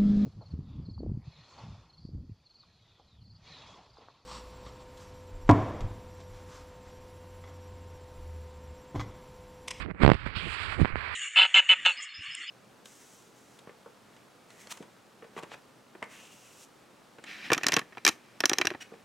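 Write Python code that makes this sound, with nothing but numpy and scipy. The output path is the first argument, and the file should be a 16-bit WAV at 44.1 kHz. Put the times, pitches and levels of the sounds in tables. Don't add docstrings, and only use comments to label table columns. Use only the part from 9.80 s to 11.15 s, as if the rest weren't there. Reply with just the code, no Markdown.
import sys
import numpy as np
from scipy import signal
from scipy.fft import rfft, irfft
from scipy.io import wavfile

SR = 44100
rng = np.random.default_rng(int(sys.argv[2]) if len(sys.argv) > 2 else 0)


def digitize_waveform(pressure):
    field = np.atleast_2d(pressure).T
    bounded = np.clip(field, -1, 1)
    quanta = np.round(bounded * 32767).astype(np.int16)
    wavfile.write(sys.argv[1], SR, quanta)


N = 59535

# t/s, body/dB, treble/dB, fizz/dB
STROKE_LEVELS = [ (0,-35.5,-51,-54), (.02,-33.5,-44.5,-61), (.07,-52.5,-68.5,-93), (.11,-38.5,-68,-92),
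                 (.128,-59,-82,-91), (.19,-43,-72,-80), (.23,-23.5,-35.5,-53), (.262,-38.5,-52.5,-65.5),
                 (.33,-38.5,-49,-67), (.365,-42,-52.5,-73), (.45,-40.5,-55,-75), (.468,-32,-47.5,-64),
                 (.515,-41.5,-54.5,-79), (.548,-39.5,-51.5,-79), (.565,-34.5,-37.5,-61),
                 (.665,-40.5,-50.5,-59), (.735,-34.5,-41.5,-51), (.78,-36.5,-43,-60.5),
                 (.83,-33.5,-41.5,-53.5), (.885,-37,-46,-62), (.93,-32,-42.5,-54.5), (.975,-40.5,-57.5,-67),
                 (1.015,-31.5,-45.5,-54.5), (1.04,-41.5,-50.5,-68.5), (1.07,-34,-49,-67),
                 (1.148,-39,-65.5,-81), (1.17,-34,-51,-68.5), (1.315,-31.5,-47.5,-69), (1.35,-33,-45.5,-58)]
# f/Hz, level/dB
BODY_SPECTRUM = [(150,-43),(400,-6.5),(680,-9.5),(1120,1.5),(1700,1.5),(2350,-0.5),(2850,-12),(3300,-26),(4300,-53),(6000,-86)]
TREBLE_SPECTRUM = [(1500,-25),(2500,4.5),(3100,1.5),(3700,-3),(4600,-5),(5200,-16),(6100,-34),(7500,-57)]
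FIZZ_SPECTRUM = [(4500,-8.5),(6200,-12.5),(7000,-3),(7900,0.5),(9000,-3.5),(10200,-11.5),(12000,-20.5),(13000,-53)]
# t/s, rumble/dB, scuff/dB
PRESS_LEVELS = [(0,-35,-44.5),(.085,-38.5,-37.5),(.115,-32,-33),(.128,-43,-64),(.15,-42,-42.5),(.18,-66,-54.5),(.215,-28,-22),(.25,-45,-28.5),(.345,-28.5,-30.5),(.375,-41,-63),(.43,-39.5,-61),(.47,-37,-45.5),(.535,-46,-52),(.565,-38.5,-46.5),(.635,-45.5,-45),(.67,-37,-29),(.70,-42.5,-56),(.955,-37.5,-54),(1.0,-26,-22),(1.025,-20.5,-33),(1.07,-34.5,-50),(1.11,-40.5,-44),(1.19,-36,-60),(1.21,-45,-59.5)]
# f/Hz, level/dB
RUMBLE_SPECTRUM = [(15,-36),(35,-6.5),(68,-3),(115,-7),(165,-18.5),(400,-29),(900,-70)]
SCUFF_SPECTRUM = [(80,-35),(150,3.5),(220,-1.5),(380,-5),(560,-10),(900,-21.5),(2500,-73)]
# t/s, spike/dB, crisp tip/dB
HAIR_FLICKS = [(.0610,-20.5,-52),(.1112,-22,-43.5),(.1475,-29,-66),(.2040,-18,-48),(.2325,-6,-19.5),(.2431,-4.5,-48),(.2850,-18,-45),(.3348,-13.5,-30.5),(.3452,-24,-32),(.3515,-19,-42),(.4633,-15,-43),(.999,-12,-40),(1.0478,-4.5,-45),(1.0557,-5.5,-38),(1.1571,-6.5,-41)]
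# f/Hz, level/dB
TICK_SPECTRUM = [(6000,-28),(7700,5),(12000,-20)]
# t/s, suction/dB, build-up/s, push/dB, push f/Hz
FUR_CATCHES = [(.2352,-9,0.00025,-2.5,85.5),(.2493,-2.5,0.00039,0,97),(.2633,-2,0.00025,-4.5,95.5),(0.2782,-0.5,0.00037,-2,101),(0.2916,-1,0.00059,-8,97),(0.3009,-2.5,0.00033,-8,105),(0.3173,-0.8,0.00045,-3,119),
               (.466,-22,0.001,-24,129),(.568,-29,0.0046,-14.5,94),(1.0158,-12.5,.002,-0.5,99),(1.0281,-14.5,0.004,-1,88),(1.0498,-15,0.00096,-26,90),(1.139,-25.5,0.011,-9.5,81),(1.1581,-38,0.0021,-25,91)]

SLIPS_PER_S, SLIP_SPREAD_DB, FLUTTER_DB, FLUTTER_HZ = 9000, 2, 1.0, 90.5
BODY_DB, TREBLE_DB, FIZZ_DB = -0.5, 5, 0.5
NOTCH_HZ, NOTCH_Q, DULL_HZ = 6200, 2.5, 5400
FLICK_WIDTH_S, FLICK_LOW_HZ, FLICK_TOP_HZ, TIP_S = 0.00006, 100, 2390, 0.00059
RELEASE, PUSH_RISE = 0.31, 0.54
PUSH_DECAY_S, PUSH_LEAD_RAD = 0.0043, 0.83
CRUNCH_DB, CRUNCH_S, CRUNCH_TREBLE_DB = -13, 0.0014, -9
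TICKS_DB, TICKS_S = -38.5, 0.0012
SWEEP_START_S, SWEEP_END_S, SWEEP_FADE_S = 0.55, 0.94, 0.0054
SWEEP_FROM_HZ, SWEEP_TO_HZ, SWEEP_WIDTH_HZ, SWEEP_DB = 3040, 1600, 1240, -37.5
LEFT_RASP_DB, LEFT_FIZZ_DB, LEFT_RUMBLE_DB, LEFT_KNOCK_DB = -32, -21.5, -50.5, -43.5
BAND_LIMIT_HZ = 12300


def amp(db):
    return 10 ** (np.asarray(db) / 20)


def unit_rms(x):
    return x / np.sqrt(np.mean(x ** 2) + 1e-20)


def envelope(table, column):
    rows = np.array(table)
    return amp(np.interp(np.arange(N) / SR, rows[:, 0], rows[:, column]))


def coloured(x, spectrum):
    hz, db = np.transpose(spectrum)
    f = np.fft.rfftfreq(N, 1 / SR)
    gain = amp(np.interp(np.log(f + 1), np.log(hz), db))
    return unit_rms(irfft(rfft(x) * gain, N))


def noise(spectrum):
    return coloured(rng.standard_normal(N), spectrum)


def hair_slips(spectrum):
    size = amp(SLIP_SPREAD_DB * np.minimum(rng.exponential(1, N), 4))
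    sign = rng.choice([-1, 1], N)
    slipping = rng.random(N) < SLIPS_PER_S / SR
    return coloured(size * sign * slipping, spectrum)


def tongue_rasp(fizz_boost_db=0):
    f = np.fft.rfftfreq(N, 1 / SR)
    flutter = unit_rms(irfft(rfft(rng.standard_normal(N)) / (1 + (f / FLUTTER_HZ) ** 2), N))
    body = amp(BODY_DB) * envelope(STROKE_LEVELS, column=1) * hair_slips(BODY_SPECTRUM)
    treble = amp(TREBLE_DB) * envelope(STROKE_LEVELS, column=2) * hair_slips(TREBLE_SPECTRUM)
    fizz = amp(FIZZ_DB + fizz_boost_db) * envelope(STROKE_LEVELS, column=3) * hair_slips(FIZZ_SPECTRUM)
    return (body + treble + fizz) * amp(FLUTTER_DB * flutter)


def coat_pressing():
    rumble = envelope(PRESS_LEVELS, column=1) * noise(RUMBLE_SPECTRUM)
    scuff = envelope(PRESS_LEVELS, column=2) * noise(SCUFF_SPECTRUM)
    return rumble + scuff


def mic_port(x):
    notched = signal.lfilter(*signal.iirnotch(NOTCH_HZ, NOTCH_Q, fs=SR), x)
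    return signal.lfilter(*signal.butter(2, DULL_HZ, fs=SR), notched)


def hair_flicks():
    t = np.arange(N) / SR
    spikes, tips = np.zeros(N), np.zeros(N)
    for start, spike_db, tip_db in HAIR_FLICKS:
        spikes += amp(spike_db) * np.exp(-0.5 * ((t - start) / FLICK_WIDTH_S) ** 2)
        tips += amp(tip_db) * np.exp(-abs(t - start) / TIP_S)
    rounded = signal.sosfilt(signal.butter(6, FLICK_TOP_HZ, fs=SR, output="sos"), spikes)
    pressure = 1.23 * rounded + 0.12 * spikes
    leaked = signal.lfilter(*signal.butter(2, FLICK_LOW_HZ, "highpass", fs=SR), pressure)
    return mic_port(leaked) + tips * (hair_slips(TREBLE_SPECTRUM) + 0.11 * hair_slips(TICK_SPECTRUM))


def fur_bumps():
    pressure, springing, ticking = np.zeros(N), np.zeros(N), np.zeros(N)
    for start, suction_db, build_s, push_db, push_hz in FUR_CATCHES:
        t = np.arange(N) / SR - start
        before, after = np.minimum(t, 0), np.maximum(t, 0)
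        build = (1 + (before / build_s) ** 2 / 2) ** -2
        release = np.exp(-(after / (RELEASE * build_s)) ** 2)
        rise = 1 - np.exp(-(after / (PUSH_RISE * build_s)) ** 2)
        push = np.exp(-after / PUSH_DECAY_S) * np.sin(2 * np.pi * push_hz * after + PUSH_LEAD_RAD)
        pressure += amp(push_db) * rise * push - amp(suction_db) * build * release
        springing += amp(suction_db + CRUNCH_DB) * rise * np.exp(-after / CRUNCH_S)
        ticking += amp(push_db + TICKS_DB) * rise * np.exp(-after / TICKS_S)
    crunch = hair_slips(BODY_SPECTRUM) + amp(CRUNCH_TREBLE_DB) * hair_slips(TREBLE_SPECTRUM)
    return mic_port(pressure) + springing * crunch + ticking * hair_slips(TICK_SPECTRUM)


def long_stroke():
    t = np.arange(N) / SR
    centre_hz = np.interp(t, [SWEEP_START_S, SWEEP_END_S], [SWEEP_FROM_HZ, SWEEP_TO_HZ])
    carrier = np.exp(2j * np.pi * np.cumsum(centre_hz) / SR)
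    lowpass = signal.butter(2, SWEEP_WIDTH_HZ / 2, fs=SR)
    band = carrier * signal.lfilter(*lowpass, rng.standard_normal(N) / carrier)
    contact = np.clip(np.minimum(t - SWEEP_START_S, SWEEP_END_S - t) / SWEEP_FADE_S, 0, 1)
    return amp(SWEEP_DB) * contact * unit_rms(mic_port(band.real))


def scene():
    knocks = fur_bumps() + hair_flicks()
    right = tongue_rasp() + long_stroke() + coat_pressing() + knocks
    left = amp(LEFT_RASP_DB) * tongue_rasp(fizz_boost_db=LEFT_FIZZ_DB - LEFT_RASP_DB)
    left += amp(LEFT_RUMBLE_DB) * noise(RUMBLE_SPECTRUM) + amp(LEFT_KNOCK_DB) * knocks
    return np.array([left, right])


def record(dry):
    rounded = dry / (1 + dry ** 10) ** (1 / 10)
    lowpass = signal.firwin(255, BAND_LIMIT_HZ, window=("kaiser", 8), fs=SR)
    return signal.oaconvolve(rounded, lowpass[None], "same")


dry = scene()
out = record(dry)
digitize_waveform(out)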